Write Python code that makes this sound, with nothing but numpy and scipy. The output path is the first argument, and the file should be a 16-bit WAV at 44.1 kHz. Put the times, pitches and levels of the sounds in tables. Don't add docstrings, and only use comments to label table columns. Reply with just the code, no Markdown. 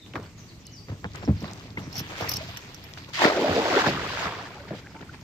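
import sys
import numpy as np
from scipy import signal
from scipy.io import wavfile
from scipy.ndimage import map_coordinates

SR = 44100
rng = np.random.default_rng(int(sys.argv[2]) if len(sys.argv) > 2 else 0)


def transcribe(signal):
    frames = np.atleast_2d(signal).T
    limited = np.clip(frames, -1, 1)
    pcm = np.round(limited * 32767).astype(np.int16)
    wavfile.write(sys.argv[1], SR, pcm)


N = 230907

# (time [s], rustle level [dB])
NET_SWING = [(1.1, -57), (1.16, -58), (1.36, -52.5), (1.44, -45.5), (1.71, -54.5), (1.85, -61), (1.96, -40),
             (2.1, -44.5), (2.21, -35), (2.41, -41), (2.74, -47.5), (3.07, -50), (3.13, -55), (3.15, -90)]
# (time of the top [s], rustle level [dB], dull flapping level [dB], fall constant [s])
MESH_TUGS = [(0.066, -54.5, -56, 0.059), (0.157, -45, -28, 0.02), (0.2, -52, -51, 0.021),
             (0.236, -48.5, -47.5, 0.045), (0.372, -56, -61, 0.43), (0.89, -52.5, -45.5, 0.048),
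             (1.05, -55, -33, 0.011), (1.152, -45.5, -39, 0.047), (1.231, -49, -36.5, 0.014),
             (1.286, -53, -33.5, 0.012), (1.439, -67, -45, 0.12), (1.778, -42.5, -43, 0.06),
             (2.1, -48, -39.5, 0.028), (2.209, -52, -35, 0.042), (2.979, -40.5, -43.5, 0.01),
             (3.091, -53, -47, 0.017)]
# (frequency [Hz], relative level [dB per Hz])
MESH_TONE = [(530, -29), (900, -0.5), (1370, -9.5), (1470, -7), (2780, -0.5), (3250, -11.5), (4180, -5.5),
             (6660, -13.5), (9320, -18.5), (12600, -21.5), (15800, -34)]
TUG_RISE_S = 0.0051
SWING_FLAP_DB = -8


def net():
    swing = amp(in_time(NET_SWING)[0])
    tugs = np.array(MESH_TUGS)
    tug_rustle, tug_flap = swells(tugs[:, :3], TUG_RISE_S, tugs[:, 3:])
    rubbing = [grains(4000, 2.5), grains(4000, 1.83)]
    mesh = (swing + tug_rustle) * rms_one(colour(rubbing, MESH_TONE, patchy_db=2.5))
    flapping = bubbles(336, 1810, per_s=1400, cycles=7.6, usual_hz=645, octaves=4.7)
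    return mesh + (amp(SWING_FLAP_DB) * swing + tug_flap) * flapping


# (time [s], peak of the lower modes [dB], upper modes relative to it [dB], left minus right [dB])
WEIGHT_CLINKS = [(1.2493, -34, -26, -3), (1.4057, -35, -10, -6), (1.927, -30, -6, -4),
                 (1.942, -32.5, -4, -2.0), (1.955, -22, -17, -1), (1.964, -20.5, -11, -6),
                 (1.98, -20, -4, 2), (1.9916, -20.5, -1, -4), (2.005, -31, -35, -5), (2.181, -38, 1, -3),
                 (2.209, -28.5, -7, -2), (2.227, -31, -21, 7), (2.288, -16, -15, -2), (2.2927, -24, 11, 1),
                 (2.309, -27, 4, -2), (2.315, -17.5, -2, -1), (2.3361, -16.5, -5, -3), (2.343, -26, -18, 2),
                 (2.359, -20, -15, -4), (2.3662, -20, -13, 1), (2.572, -26.5, -5, -5),
                 (2.744, -28.5, -13, -3), (2.8388, -35.5, 2, -4)]
# (frequency [Hz], level [dB], decay by 60 dB [s])
WEIGHT_MODES = [(4350, -11, 0.029), (5310, -4.5, 0.035), (5640, 5, 0.012)]
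# (frequency [Hz], level [dB], decay by 60 dB [s])
WEIGHT_UPPER_MODES = [(10400, 10.5, 0.01), (12630, 9, 0.0081), (12960, 16, 0.0092), (14600, -15, .005)]


def lead_weights():
    out, t = np.zeros((2, N)), np.arange(int(0.06 * SR)) / SR
    for s, db, upper_db, pan_db in WEIGHT_CLINKS:
        touches = (rng.random((3, len(t))) < 500 / SR) * np.exp(-t / 0.0065)
        touches[0, 0] = 0.98
        luck = rng.standard_normal((3, 7, 2))
        rings = []
        for k, (hz, mode_db, t60) in enumerate(WEIGHT_MODES + WEIGHT_UPPER_MODES):
            mode = 0
            for w in range(3):
                shared = rng.standard_normal(len(t))
                strike = touches[w] * (shared + 1.3 * rng.standard_normal((2, len(t))))
                own_hz = hz * (1 + 0.0464 * luck[w, k, 1])
                mode = mode + amp(mode_db + 2.1 * luck[w, k, 0]) * ring(strike, own_hz, t60)
            rings.append(mode)
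        lower = peak_one(sum(rings[:len(WEIGHT_MODES)]))
        upper = peak_one(sum(rings[len(WEIGHT_MODES):]))
        add(out, s, amp(db) * (lower + amp(upper_db) * upper) * panned(pan_db)[:, None])
    return out


# (time [s], spray level [dB])
WATER_CHURN = [(3.12, -69), (3.136, -34), (3.15, -28), (3.2, -29), (3.34, -32), (3.64, -30), (3.8, -28.5),
               (3.95, -35.5), (4.15, -33.5), (4.26, -36.5), (4.33, -40.5), (4.45, -44.5), (4.68, -55),
               (5.236, -58.5)]
# (time [s], level [dB], usual pitch [Hz])
BIG_BUBBLES = [(3.13, -83, 560), (3.2, -47, 550), (3.34, -30, 497), (3.41, -24, 463), (3.47, -25.5, 655),
               (3.56, -24, 517), (3.64, -27.5, 610), (3.78, -25.5, 458), (3.82, -33.5, 420),
               (3.95, -37.5, 434), (4.26, -41, 553), (4.43, -47, 440), (4.68, -56, 430), (5.236, -72, 306)]
# (start of the top [s], spray level [dB], froth level [dB], large bubble level [dB], length of the top [s])
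WATER_SURGES = [(3.22, -25.5, -29.5, -24, 0.027), (3.244, -34, -24, -22.5, 0.04),
                (3.705, -59, -30.5, -45, 0.079), (3.798, -34, -31, -54, 0.023),
                (3.865, -33.5, -26, -27.5, 0.034), (4.193, -44, -44.5, -50, 0.089),
                (4.686, -50, -47, -49, 0.005), (4.71, -60, -51, -39, 0.039), (4.752, -48, -78, -59, 0.048),
                (4.949, -78, -49.5, -53, 0.022), (5.011, -69, -47, -44.5, 0.018),
                (5.136, -54, -51.5, -53, 0.011)]
# (frequency [Hz], relative level [dB per Hz])
SPRAY_TONE = [(880, -18.5), (1500, -3.5), (1580, -1), (2360, -1.5), (2550, -3.5), (4700, -4), (6320, -12),
              (9560, -17.5), (13100, -27.5), (15800, -39)]
SURGE_RISE_S, SURGE_FALL_S = 0.0067, 0.0076
FROTH_LAG_S = 0.041


def splash_ring():
    churn = amp(in_time(WATER_CHURN)[0])
    churn_late = amp(in_time([(s + FROTH_LAG_S, db) for s, db in WATER_CHURN])[0])
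    big_db, big_hz = in_time(BIG_BUBBLES)
    surges = np.array(WATER_SURGES)
    surge_spray, surge_froth, surge_big = swells(surges[:, :4], SURGE_RISE_S, SURGE_FALL_S, surges[:, 4:])
    patter = [grains(5000, 2.0), grains(5000, 1.64)]
    spray = (churn + surge_spray) * rms_one(colour(patter, SPRAY_TONE, patchy_db=1.2))
    small = bubbles(666, 3135, per_s=1000, cycles=26.4, usual_hz=1126, octaves=0.91)
    froth = (churn_late + surge_froth) * small
    large = bubbles(185, 835, per_s=2500, cycles=29.0, usual_hz=np.maximum(big_hz, 200), octaves=0.67)
    gurgle = (amp(big_db) + surge_big) * large
    return spray + froth + gurgle


# (time [s], peak level [dB], cavity pitch [Hz])
SURFACE_SLAPS = [(3.179, -30, 1900), (3.2123, -14, 1500), (3.228, -23, 1000), (3.241, -15, 1260),
                 (3.2524, -8.5, 300), (3.263, -9, 1850), (3.266, -9, 690), (3.28, -25, 620),
                 (3.382, -20, 630), (3.4, -20, 450), (3.657, -18.5, 594), (3.87, -15, 1080),
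                 (3.886, -26, 900), (4.173, -14.5, 1340)]
SLAP_CYCLES = 5.2


def slaps():
    out, t = np.zeros((2, N)), np.arange(int(0.036 * SR)) / SR
    for s, db, hz in SURFACE_SLAPS:
        smack = rng.standard_normal((2, len(t))) * np.exp(-t / 0.00075)
        smack[0, 0] += 4.0
        smack = spread(smack, hz)
        cavity = peak_one(band(ring(smack, hz, SLAP_CYCLES / hz), hz / 2, 2 * hz))
        edge = peak_one(band(smack, hz, 5000))
        add(out, s, amp(db) * peak_one(cavity + 0.22 * edge))
    return out


# (time [s], level before the fade-in [dB], nominal pitch [Hz], decay by 60 dB [s])
WATER_DRIPS = [(1.478, -30, 3920, 0.03), (1.772, -13.5, 2150, 0.022), (1.772, -26.5, 985, 0.04),
               (2.406, -30, 660, 0.095), (2.487, -37, 714, 0.1), (3.268, -11.5, 635, 0.059),
               (3.443, -13.5, 608, 0.075), (3.766, -7, 417, 0.039), (3.297, -15.5, 642, 0.065),
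               (4.406, -36, 1200, 0.024), (4.458, -29, 1760, .03), (4.458, -28, 1220, 0.018),
               (4.505, -35, 1060, 0.033), (4.566, -34, 896, 0.052), (4.707, -23, 640, 0.039),
               (4.602, -36, 592, 0.11), (4.845, -39, 1590, 0.041), (4.862, -29, 1685, 0.019),
               (4.948, -40, 930, 0.19), (5.093, -25, 1475, 0.02)]


def drips():
    out, t = np.zeros(N), np.arange(int(.15 * SR)) / SR
    for s, db, hz, t60 in WATER_DRIPS:
        tone = np.sin(2 * np.pi * hz * (.94 * t + 0.11 * t * t / t60))
        add(out, s, tone * amp(db - 60 * t / t60) * np.minimum(t / 0.0041, 1))
    return out


# (time [s], peak level [dB], centre frequency [Hz])
CORD_TICKS = [(0.0625, -35, 2580), (0.1361, -30.5, 2700), (0.156, -24, 2400), (0.229, -35, 5800),
              (0.668, -21.5, 8300), (1.001, -40, 5600), (1.043, -28, 1700), (1.1182, -38, 4100),
              (1.135, -33, 5000), (1.147, -36, 5000), (1.158, -22, 5900), (1.321, -34.5, 8000),
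              (1.428, -31, 7000), (1.443, -25.5, 2190), (1.5123, -31, 5000), (1.5338, -23, 6300),
              (1.5762, -33, 6440), (1.5967, -31, 4700), (1.705, -32, 4000), (2.2109, -37, 2500),
              (2.294, -6, 9000), (2.37, -13.5, 8850), (2.5717, -22, 2200), (2.5718, -18.5, 6940),
              (2.7467, -24.5, 9000), (2.937, -25, 4240), (2.974, -28, 1800), (2.9854, -27, 3400),
              (3.046, -31, 3100), (4.545, -35, 7000), (4.8708, -30, 1800), (4.995, -39, 2200),
              (5.014, -36, 3200), (5.145, -31, 2000), (5.212, -35.5, 4500)]
TICK_SPAN = 1.34


def ticks():
    out, t = np.zeros((2, N)), np.arange(int(0.03 * SR)) / SR
    for s, db, hz in CORD_TICKS:
        snap = rng.standard_normal((2, len(t))) * np.exp(-t / 0.0011)
        snap[0, 0] += 3.0
        add(out, s, amp(db) * peak_one(band(spread(snap, 1800), hz / TICK_SPAN, hz * TICK_SPAN)))
    return out


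# (frequency [Hz], level [dB], decay by 60 dB [s])
PLANK_MODES = [(76.3, -1.5, 0.093), (105.8, 0, 0.13), (154.3, 1, 0.063), (204.2, -5.5, 0.096),
               (281.4, -5, 0.048), (337.4, -13.5, 0.11), (469, -8.5, 0.024), (585, -15.5, 0.052)]


def planks(force):
    return sum(amp(db) * ring(force, hz, t60) * (-1) ** k for k, (hz, db, t60) in enumerate(PLANK_MODES))


# (time [s], thud peak [dB], boom relative to it [dB], crack relative to it [dB], scuffle decay constant [s])
HULL_BLOWS = [(0.139, -33.5, -5, 2.5, 0.074), (0.156, -34, 5.5, 12.5, 0.056),
              (0.189, -31, -0.5, -22, 0.0085), (0.885, -34, 9, 1.5, 0.038), (0.917, -28, -14, -8, 0.025),
              (1.044, -24.5, -3.5, 6, 0.022), (1.229, -33, -13, -19, 0.0083),
              (1.277, -10.5, 0.5, -18, 0.01), (1.291, -13.5, 4, -27, 0.02), (1.419, -21.5, -2, -14, 0.066),
              (1.773, -26.5, -26, -2, 0.059), (1.869, -30.5, -26, -4, 0.0089),
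              (1.968, -33.5, 6.5, -2, 0.022), (2.002, -26.5, -23, 3, 0.034), (2.204, -28, 3, -2, 0.032),
              (2.47, -47, 16, -5, 0.028), (3.486, -17, -7, -27, 0.067), (3.863, -19, -34, -4, 0.076),
              (4.251, -31.5, 3, -1, 0.021), (4.707, -25.5, -11, -7, 0.023), (4.726, -47, 0, -15, 0.019),
              (5.015, -37, -6, -19, 0.11)]
# (time of the top [s], level [dB])
WEIGHT_SHIFTS = [(1.35, -38), (1.92, -44), (2.36, -42), (4.0, -39.5), (4.26, -51), (4.75, -52), (5.22, -58)]
LURCH_RISE_S, LURCH_FALL_S, RUMBLE_DB = 0.14, 0.1, -49.5


def hull():
    out, t = np.zeros((2, N)), np.arange(int(.25 * SR)) / SR
    for s, db, boom_db, crack_db, length in HULL_BLOWS:
        scuffle = rng.standard_normal((2, len(t))) * np.exp(-t / max(length, .002))
        scuffle[0, 0] += 40
        ringing = planks(scuffle[0])
        thud = peak_one(band(band(ringing + 15 * scuffle[0], 130, 750), 110, 900))
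        boom = peak_one(band(band(ringing, 79.7, 191), 72.5, 205))
        crack = peak_one(spread(band(scuffle * np.exp(-t / 0.036), 700, 2070), 900))
        add(out, s, amp(db) * (thud + amp(boom_db) * boom + amp(crack_db) * crack))
    rumble = rms_one(spread(band(planks(rng.standard_normal((2, N))), 35, 340), 160))
    return out + (amp(RUMBLE_DB) + swells(WEIGHT_SHIFTS, LURCH_RISE_S, LURCH_FALL_S)[0]) * rumble


# (start [s], end [s], start pitch [Hz], end pitch [Hz], level before hoarseness and echo [dB])
BIRD_NOTES = [(0, 0.057, 3930, 3540, -52.5), (0, 0.032, 7750, 7700, -59), (.185, 0.3, 8800, 7560, -63),
              (0.256, 0.268, 5000, 4100, -59), (0.317, 0.412, 7040, 6660, -65),
              (0.379, 0.416, 6800, 5530, -50.5), (0.482, 0.506, 5000, 3750, -51.5),
              (0.65, 0.683, 5740, 3850, -52), (0.642, 0.726, 2850, 3000, -62),
              (1.165, 1.26, 7900, 7350, -64), (1.195, 1.223, 5600, 5310, -58),
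              (0.714, 0.815, 6620, 4470, -49.5), (1.056, 1.085, 3990, 3140, -55.5),
              (0.92, 1.09, 8300, 7500, -66), (1.366, 1.392, 5400, 3780, -50.5),
              (1.818, 1.865, 6020, 5480, -52.5), (4.887, 4.96, 5350, 5050, -66),
              (5.12, 5.168, 8100, 9050, -58), (5.202, 5.233, 6450, 6600, -61)]
FLATTEN_PER_S, HOARSE_DB, WAVER_HZ = 11, 4.5, 55
TREES_DB, TREES_T60_S, DIRECT_DB = -27.5, .45, 0.8


def birds():
    out, waver = np.zeros(N), WAVER_HZ * drift(146)
    for start, end, from_hz, to_hz, db in BIRD_NOTES:
        u = np.linspace(0, 1, int((end - start) * SR))
        glide = (1 - u) ** (1 + FLATTEN_PER_S * (end - start))
        pitch = to_hz + (from_hz - to_hz) * glide + waver[int(start * SR):][:len(u)]
        fade = np.clip(np.minimum(20.0 * u + (start == 0), 3.5 * (1 - u)), 0, 1)
        add(out, start, amp(db) * np.sin(2 * np.pi * np.cumsum(pitch) / SR) * fade)
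    t = np.arange(int(.5 * SR)) / SR
    echoes = amp(TREES_DB - 60 * t / TREES_T60_S) * rng.standard_normal((2, len(t)))
    direct = out * amp(HOARSE_DB * drift(200) + DIRECT_DB) * [[1], [.6]]
    return direct + signal.fftconvolve(out[None], echoes, axes=1)[:, :N]


# (frequency [Hz], relative level [dB per Hz])
AIR_TONE = [(12, -35), (20, 0), (38, -13), (95, 1.5), (181, -2), (292, -2.5), (733, -20.5), (942, -19),
            (2000, -29.5), (2240, -9.5), (3220, -22.5), (5470, -18), (9560, -22), (13000, -31),
            (15800, -44)]
AIR_DB = -50


def air():
    return amp(AIR_DB) * rms_one(colour(rng.standard_normal((2, 2, N)), AIR_TONE, patchy_db=2.2))


def bubbles(low_hz, high_hz, per_s, cycles, usual_hz, octaves):
    born = grains(per_s * amp(1.6 * drift(15)), spread_db=1.5)
    dealt = rng.integers(0, 16, N)
    pitches = np.geomspace(low_hz, high_hz, 16)
    weights = [np.exp(-.5 * (np.log2(hz / usual_hz) / octaves) ** 2) for hz in pitches]
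    total = np.sqrt(sum(w ** 2 for w in weights))
    rings = 0
    for k, hz in enumerate(pitches):
        voice = ring(born * (dealt == k) * weights[k] / total, hz, cycles / hz)
        rings = rings + spread(voice, hz) * np.sqrt(hz)
    return rms_one(band(rings, 0.8 * low_hz, 1.02 * high_hz))


def grains(per_s, spread_db):
    size = amp(spread_db * np.minimum(rng.exponential(1, N), 5)) * (rng.random(N) < per_s / SR)
    return size * rng.standard_normal((2, N))


TREBLE_LEAN_DB = -1


def colour(sources, spectrum, patchy_db):
    out, edges = 0, 20 * 2 ** np.arange(0, 10, .5)
    for k, (low, high) in enumerate(zip(edges, edges[1:])):
        hz = np.sqrt(low * high)
        if hz > spectrum[0][0] / 2:
            part = band(sources[k % len(sources)] + 1e-18, low, high)
            gain = amp(at_hz(spectrum, hz) + patchy_db * drift(15.2))
            lean = panned(TREBLE_LEAN_DB * max(np.log2(hz / 2500), 0))
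            out = out + gain * spread(part, hz) * lean[:, None]
    return out


def ring(x, hz, t60):
    r, w = amp(-60 / (t60 * SR)), 2 * np.pi * hz / SR
    return signal.lfilter([0, np.sin(w)], [1, -2 * r * np.cos(w), r * r], x + 1e-18)


def band(x, low_hz, high_hz):
    return signal.sosfilt(signal.butter(2, [low_hz, high_hz], "band", fs=SR, output="sos"), x)


def drift(rate):
    r = np.exp(-80 * np.pi * rate / SR)
    steps = rng.standard_normal(N // 40 + 2002)
    slow = signal.lfilter([1], [1, -2 * r, r * r], steps)[2000:]
    return np.interp(np.arange(N) / 40, np.arange(len(slow)), rms_one(slow))


def swells(rows, rise_s, fall_s, hold_s=0):
    s, *columns = np.transpose(rows)
    coarse = np.arange(0, N, 20)
    late = coarse / SR - s[:, None]
    rise = late / max(rise_s, 1e-3)
    fall = -np.maximum(late - hold_s, 0) / np.maximum(fall_s, 1e-3)
    shape = np.exp(np.where(late < 0, rise, fall))
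    return [np.interp(np.arange(N), coarse, amp(c) @ shape) for c in columns]


def in_time(rows):
    s, *columns = np.transpose(rows)
    return [np.interp(np.arange(N) / SR, s, c, left=-120, right=c[-1]) for c in columns]


def at_hz(points, hz):
    return np.interp(np.log(hz), np.log(np.array(points)[:, 0] + 1), np.array(points)[:, 1])


def amp(db):
    return 10 ** (np.asarray(db) / 20)


def rms_one(x):
    return x / np.sqrt(np.mean(x ** 2) + 1e-20)


def peak_one(x):
    return x / np.abs(x).max()


def add(out, s, x):
    at = round(s * SR)
    out[..., at:at + x.shape[-1]] += x[..., :N - at]


def panned(pan_db):
    return amp(np.array([pan_db, -pan_db]) / 2)


# (frequency [Hz], correlation)
PORT_LIKENESS = [(25, .3), (80, 1), (290, 0.92), (640, 0.99), (1400, 0.32), (3100, 0.083), (15000, 0.053)]


def spread(mid_side, hz):
    alike = np.clip(at_hz(PORT_LIKENESS, hz), -1, 1)
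    return np.sqrt(1 + alike) * mid_side[0] + np.sqrt(1 - alike) * mid_side[1] * [[1], [-1]]


# (time [s], delay [us])
LEFT_DELAY = [(0.2, 5), (0.6, -200), (3.3, -200), (3.5, 166), (4.3, 50), (5.2, -55)]


def two_ports(x):
    s, micro = np.transpose(LEFT_DELAY)
    at = np.arange(N)
    half = np.interp(at / SR, s, micro) * SR / 2e6
    left = map_coordinates(x[0], [at - half], order=3)
    right = map_coordinates(x[1], [at + half], order=3)
    return np.array([left, right])


def scene():
    moving = net() + splash_ring() + slaps() + drips() + ticks() + hull()
    return two_ports(moving) + lead_weights() + birds() + air()


# (centre [Hz], width [Hz], level [dB])
TREBLE_DIP = (9700, 9050, -18.5)
CUTOFF_HZ = 16300


def record(dry):
    hz, width, db = TREBLE_DIP
    w, a = 2 * np.pi * hz / SR, np.pi * width / SR
    zeros = [1 + a * amp(db), -2 * np.cos(w), 1 - a * amp(db)]
    poles = [1 + a, -2 * np.cos(w), 1 - a]
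    dipped = signal.lfilter(zeros, poles, dry)
    return signal.sosfilt(signal.cheby2(16, 70, CUTOFF_HZ, fs=SR, output="sos"), dipped)


dry = scene()
out = record(dry)
transcribe(out)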